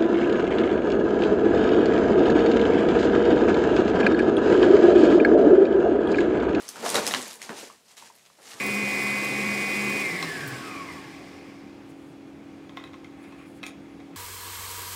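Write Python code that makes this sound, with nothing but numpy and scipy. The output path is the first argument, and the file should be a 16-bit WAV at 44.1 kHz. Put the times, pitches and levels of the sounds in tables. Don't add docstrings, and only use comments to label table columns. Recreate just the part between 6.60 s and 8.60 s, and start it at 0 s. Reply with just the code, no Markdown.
import sys
import numpy as np
from scipy import signal
from scipy.fft import rfft, irfft
from scipy.io import wavfile

SR = 44100
rng = np.random.default_rng(int(sys.argv[2]) if len(sys.argv) > 2 else 0)


def gain_from_decibels(decibels):
    exponent = np.asarray(decibels, float) / 20
    return 10 ** exponent


def wrap_up_sound(samples):
    columns = np.atleast_2d(samples).T
    tamed = np.clip(columns, -1, 1)
    steps = np.round(tamed * 32767).astype(np.int16)
    wavfile.write(sys.argv[1], SR, steps)


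N = 88200
EVENT_N = SR // 3
ECHO_LAG = int(.0088 * SR)


def rms_one(x):
    return x / np.sqrt(np.mean(x ** 2) + 1e-20)


def in_time(rows):
    s, db = np.transpose(rows)
    return np.interp(np.arange(N) / SR, s, db)


def colour(x, points):
    hz = np.maximum(np.arange(len(x) // 2 + 1) * SR / len(x), 1)
    at, db = np.transpose(points)
    gain_db = np.interp(np.log(hz), np.log(at), db, left=-80, right=-80)
    return irfft(rfft(x) * gain_from_decibels(gain_db), len(x))


def drift(rate_hz):
    r = np.exp(-2 * np.pi * rate_hz / SR)
    slow = signal.lfilter([1], [1, -2 * r, r * r], rng.standard_normal(N + SR))[SR:]
    return rms_one(slow - slow.mean())


def resonate(x, hz, width_hz):
    r = np.exp(-np.pi * width_hz / SR)
    poles = [1, -2 * r * np.cos(2 * np.pi * hz / SR), r * r]
    return signal.lfilter([(1 - r * r) / 2, 0, -(1 - r * r) / 2], poles, x + 1e-18)


def butter(x, order, hz, kind):
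    return signal.sosfilt(signal.butter(order, hz, kind, fs=SR, output="sos"), x)


def clicks(per_s, size_db):
    sizes = gain_from_decibels(size_db * np.minimum(rng.exponential(1, N), 3))
    sizes = sizes * rng.choice([-1, 1], N)
    return sizes * (rng.random(N) < per_s * gain_from_decibels(4.0 * drift(18)) / SR)


def decay(length, t60):
    return gain_from_decibels(-60 * np.arange(length) / SR / t60)


def tent(x, loss_db):
    noise = rng.standard_normal(EVENT_N)
    low = butter(noise, 2, 3000, "low")
    tail = low * decay(EVENT_N, 0.16) + (noise - low) * decay(EVENT_N, 0.17)
    echo = rng.standard_normal(EVENT_N) * decay(EVENT_N, .006)
    reply = np.zeros(EVENT_N + ECHO_LAG)
    reply[0] = 1
    reply[ECHO_LAG:] += gain_from_decibels(-1 - loss_db) * echo / np.linalg.norm(echo)
    reply[ECHO_LAG:] += gain_from_decibels(-3.5 - .5 * loss_db) * tail / np.linalg.norm(tail)
    return signal.fftconvolve(x, reply)


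def play(table, sound, echo_loss_db):
    out = np.zeros(N + SR)
    for s, db, hz, shape in table:
        x = sound(hz, shape)
        x = tent(x / np.abs(x).max(), echo_loss_db)
        start = int(s * SR)
        out[start:start + len(x)] += gain_from_decibels(db) * x
    return out[:N]


# frequency in Hz, level in dB.
FLOOR_SPECTRUM = [(15, -52), (25, -3), (90, 0.5), (205, 8.5), (276, 1), (692, 7), (858, -0.5), (6680, -5),
                  (10000, -5), (15800, -14)]


def room_floor():
    return gain_from_decibels(-64) * rms_one(colour(rng.standard_normal(N), FLOOR_SPECTRUM))


# time in seconds, level in dB.
RUSTLE_EFFORT = [(0, -48.5), (.07, -49), (.21, -47), (.265, -33), (.335, -37), (.35, -31.5), (.41, -36.5),
                 (.455, -37.5), (.6, -37), (.75, -46.5), (.785, -54), (.84, -44.5), (.93, -50.5),
                 (1.0, -42.5), (1.08, -50), (1.23, -69), (1.31, -54.5), (1.36, -64.5), (1.38, -50.5),
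                 (1.47, -52), (1.53, -61.5),
                 (1.6, -63.5),
    (1.8, -61),
    (1.83, -52.5),
    (1.92, -45),
    (2, -49.5),
]
# frequency in Hz, level in dB per Hz.
FOIL_SPECTRUM = [(410, -39), (700, -9), (1470, -10), (1770, -6.5), (2300, -7.5), (3400, -7.5), (7240, -7),
                 (10400, -12), (15800, -25)]


def rustle():
    ticks = clicks(per_s=2500, size_db=-1)
    dealt = rng.integers(0, 24, N)
    crinkles = np.zeros(N)
    for k, hz in enumerate(np.geomspace(800, 15000, 24)):
        ring = resonate(ticks * (dealt == k), hz, 1.96 * hz / 10)
        crinkles += ring * np.sqrt(min(hz, 4000) / hz)
    hiss = rng.standard_normal(N) * gain_from_decibels(1.5 * drift(18.0) + 0.5 * drift(14.5))
    mix = gain_from_decibels(-5.5) * rms_one(crinkles) + gain_from_decibels(-4.5) * hiss
    return gain_from_decibels(in_time(RUSTLE_EFFORT)) * rms_one(colour(mix, FOIL_SPECTRUM))


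# time in seconds, level in dB.
FLEX_EFFORT = [(0, -52), (.125, -55.5), (.2, -42), (.25, -39.5), (.31, -34.5), (.38, -32.5), (.45, -37.5),
               (.57, -37), (.7, -51.5), (.775, -57.5), (.885, -49.5), (.905, -41.5), (1.07, -54.5),
               (1.14, -62), (1.2, -72.5), (1.35, -69), (1.42, -58), (1.6, -74), (1.76, -72),
               (1.82, -59.5),
    (2, -51),
]
# frequency in Hz, level in dB per Hz.
WALL_SPECTRUM = [(15, -81), (25, -44), (85, -17.5), (175, -9), (216, -1.5), (283, -3), (459, -1), (505, -3),
                 (612, -2.5), (2500, -17.5), (3250, -38), (5500, -120)]
# frequency in Hz, width in Hz, level in dB.
HOLLOW_MODES = [(211, 24, -11), (330, 140, -3.5), (390, 30, -8.5), (472.4, 48, 13), (507, 50, -28),
                (604, 34, -16), (780, 130, -6), (893, 114, 14), (1300, 360, -12)]


def flexing():
    dents = rms_one(clicks(per_s=900, size_db=4)) + 1.43 * rng.standard_normal(N)
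    hollow = np.zeros(N)
    for k, (hz, width_hz, db) in enumerate(HOLLOW_MODES):
        hollow += (-1) ** k * gain_from_decibels(db) * resonate(dents, hz, width_hz)
    level = gain_from_decibels(in_time(FLEX_EFFORT) + 0.4)
    return level * rms_one(colour(dents + gain_from_decibels(-6.5) * hollow, WALL_SPECTRUM))


def crease(hz, octaves):
    crack, after = rng.standard_normal((2, EVENT_N))
    x = crack * decay(EVENT_N, .0095)
    x = x + gain_from_decibels(-14) * after * np.abs(crack[::-1]) * decay(EVENT_N, 0.091)
    half_band = 2 ** (max(octaves, .2) / 2)
    band = butter(x, 1, np.clip([hz / half_band, hz * half_band], 100, 19000), "band")
    broad = butter(x, 1, [900, 9000], "band")
    return butter(rms_one(band) + gain_from_decibels(-9.5) * rms_one(broad), 2, 11000, "low")


# start in seconds, peak in dB, centre in Hz, spread in octaves.
SNAP_EVENTS = [(0.02, -40, 1380, 1), (0.0815, -28, 5800, 0.25), (0.1579, -32, 1370, 0.43),
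               (0.2453, -41, 4800, 1.5), (0.2915, -15.5, 4600, 1.9), (0.3438, -14, 4500, 1.5),
               (0.369, -32, 2940, 1.2), (0.3572, -16.5, 2800, 1.3), (0.3815, -20, 1520, 0.61),
               (0.4664, -14.5, 4500, 0.93), (0.5103, -18.5, 4500, 1.8), (0.5382, -18.5, 3470, 1.4),
               (0.6172, -24, 6350, 1.3), (.7971, -43, 2500, 1.9), (0.8178, -28, 5000, 1.1),
               (0.8926, -33.5, 1600, 0.68), (0.983, -37, 3800, 1), (1.258, -52, 3000, 2.5),
               (1.3159, -42.5, 6060, 0.39), (1.3685, -38.5, 3480, 2.1), (1.4973, -53, 4000, 2.5),
               (1.5528, -41.5, 11000, 0.73), (1.585, -46, 2900, 1.0), (1.653, -45, 2800, 1.1),
               (1.6615, -42.5, 2790, 0.9), (1.8196, -40, 3060, 2.6), (1.86, -44, 4100, 2.6),
               (1.932, -41, 3600, 2.6), (0.255, -33, 6000, 1.5), (0.731, -30.5, 11400, 0.9)]


def snaps():
    return play(SNAP_EVENTS, crease, echo_loss_db=0)


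# start in seconds, peak in dB, centre in Hz, spread in octaves.
CRACKLE_EVENTS = [(.0893, -20, 9700, 0.84), (.3517, -20, 8500, 1.0), (.3555, -15, 4000, 1.3),
                  (.3595, -22, 5500, 1.6), (.3685, -26, 6000, 1.8), (.4665, -24, 10500, 0.55),
                  (.4755, -17, 5700, 0.9), (.484, -24, 7500, 1.2), (.5465, -18.5, 5300, 0.96),
                  (.249, -27, 6800, .5), (.9015, -38, 2000, 0.72), (0.17, -40, 4000, 2.2),
                  (.5245, -28, 8000, 1.2), (0.32, -20, 5500, 1.4), (.705, -33, 9700, .9),
                  (.756, -35, 8800, 1.0), (.392, -21, 2800, 1.5), (.378, -25.5, 3400, 1.4),
                  (.908, -35, 2500, 1.0), (.93, -34, 2300, .8), (0.71, -28, 4500, 1.4),
                  (.022, -35, 10000, 1.0), (1.7, -47.5, 1100, 0.53), (2, -42, 8000, 1.0),
                  (0.26, -27, 11000, .9), (.3015, -23, 11000, .6), (.477, -22.5, 12000, 0.72),
                  (0.68, -27.5, 10500, .8), (1.3695, -41, 5200, .5), (1.378, -45, 5300, .5)]


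def crackles():
    return play(CRACKLE_EVENTS, crease, echo_loss_db=12)


def panel(hz, t60, thud_db):
    kick = rng.standard_normal(EVENT_N) * (1 - decay(EVENT_N, 7 * 1.36 / hz))
    ring = resonate(kick * decay(EVENT_N, 0.34 * t60), hz, np.log(1000) / np.pi / t60)
    ring = resonate(ring, hz, hz)
    thud = resonate(kick * decay(EVENT_N, t60), hz, 1.55 * hz)
    thud = resonate(thud, hz, 2.0 * hz)
    x = rms_one(ring) + gain_from_decibels(thud_db) * rms_one(thud)
    return butter(x, 2, min(144, 2.4 * hz), "high")


# start in seconds, peak in dB, pitch in Hz, ring t60 in seconds.
BUCKLE_EVENTS = [(0.157, -38.5, 920, 0.036), (.192, -49, 564, 0.11), (.239, -21, 463, 0.044),
                 (.26, -18.5, 700, 0.053), (0.3432, -19.5, 466, 0.13), (.36, -23, 443, 0.21),
                 (.381, -22.5, 1495, 0.04), (.465, -25, 504, 0.052), (.5465, -22, 1610, .05),
                 (0.573, -33.5, 249, .1), (.8925, -36, 890, 0.016), (.902, -30.5, 330, 0.022),
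                 (.921, -45, 714, 0.04), (0.98, -43, 243, 0.062), (1.031, -39, 405, 0.034),
                 (1.07, -46, 436, 0.035), (1.784, -47.5, 554, 0.11), (1.933, -37, 1140, 0.029),
                 (.38, -38.5, 88, 0.095), (.226, -26, 463, 0.12), (0.346, -17, 1186, 0.013),
                 (0.894, -36, 1560, 0.021), (.16, -42, 1330, 0.015), (1.935, -57, 79.5, 0.14)]


def buckles():
    return play(BUCKLE_EVENTS, lambda hz, t60: panel(hz, t60, thud_db=2), echo_loss_db=7)


# start in seconds, peak in dB,
# pitch in Hz, ring t60 in seconds.
PING_EVENTS = [(.5385, -16.5, 1080, 0.011), (.5383, -13, 2900, 0.0042), (.4664, -16.5, 5050, 0.0077),
               (.8928, -31.5, 1690, 0.012), (1.5, -40.5, 970, 0.02), (1.423, -37.5, 925, 0.028),
               (1.933, -48, 1180, 0.023), (1.029, -38.5, 246, 0.034), (0.25, -29, 1040, 0.011),
               (1.6612, -45, 3460, .008), (0.8925, -27, 960, 0.012), (1.1, -36, 1130, .012),
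               (1.029, -39, 485, 0.029), (.895, -34, 228, 0.022), (.903, -31, 430, 0.017),
               (.921, -33, 1150, .008), (.927, -32.5, 720, .014), (1.009, -39, 2900, .012),
               (.358, -20, 520, .016), (.3825, -17.5, 567, 0.014), (0.18, -38, 1260, .008),
               (.8165, -32, 2120, 0.0085), (.3555, -17, 3900, 0.0088), (.356, -19.5, 2050, 0.0069),
               (.5105, -23, 1830, 0.0082), (.5465, -19, 1960, 0.0079)]


def pings():
    return play(PING_EVENTS, lambda hz, t60: panel(hz, t60, thud_db=-22), echo_loss_db=9)


def scene():
    handling = rustle() + flexing()
    wall_echo = gain_from_decibels(-15.0) * np.r_[np.zeros(ECHO_LAG), handling[:-ECHO_LAG]]
    events = snaps() + crackles() + buckles() + pings()
    return (room_floor() + handling + wall_echo + events)[None]


def low_pass(x):
    return signal.sosfilt(signal.butter(12, 15990, fs=SR, output="sos"), x)


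def record(dry):
    x = butter(dry, 2, 70, "high")
    x = signal.sosfilt(signal.cheby2(20, 60, 16050, fs=SR, output="sos"), x)
    return low_pass(x)


dry = scene()
out = record(dry)
wrap_up_sound(out)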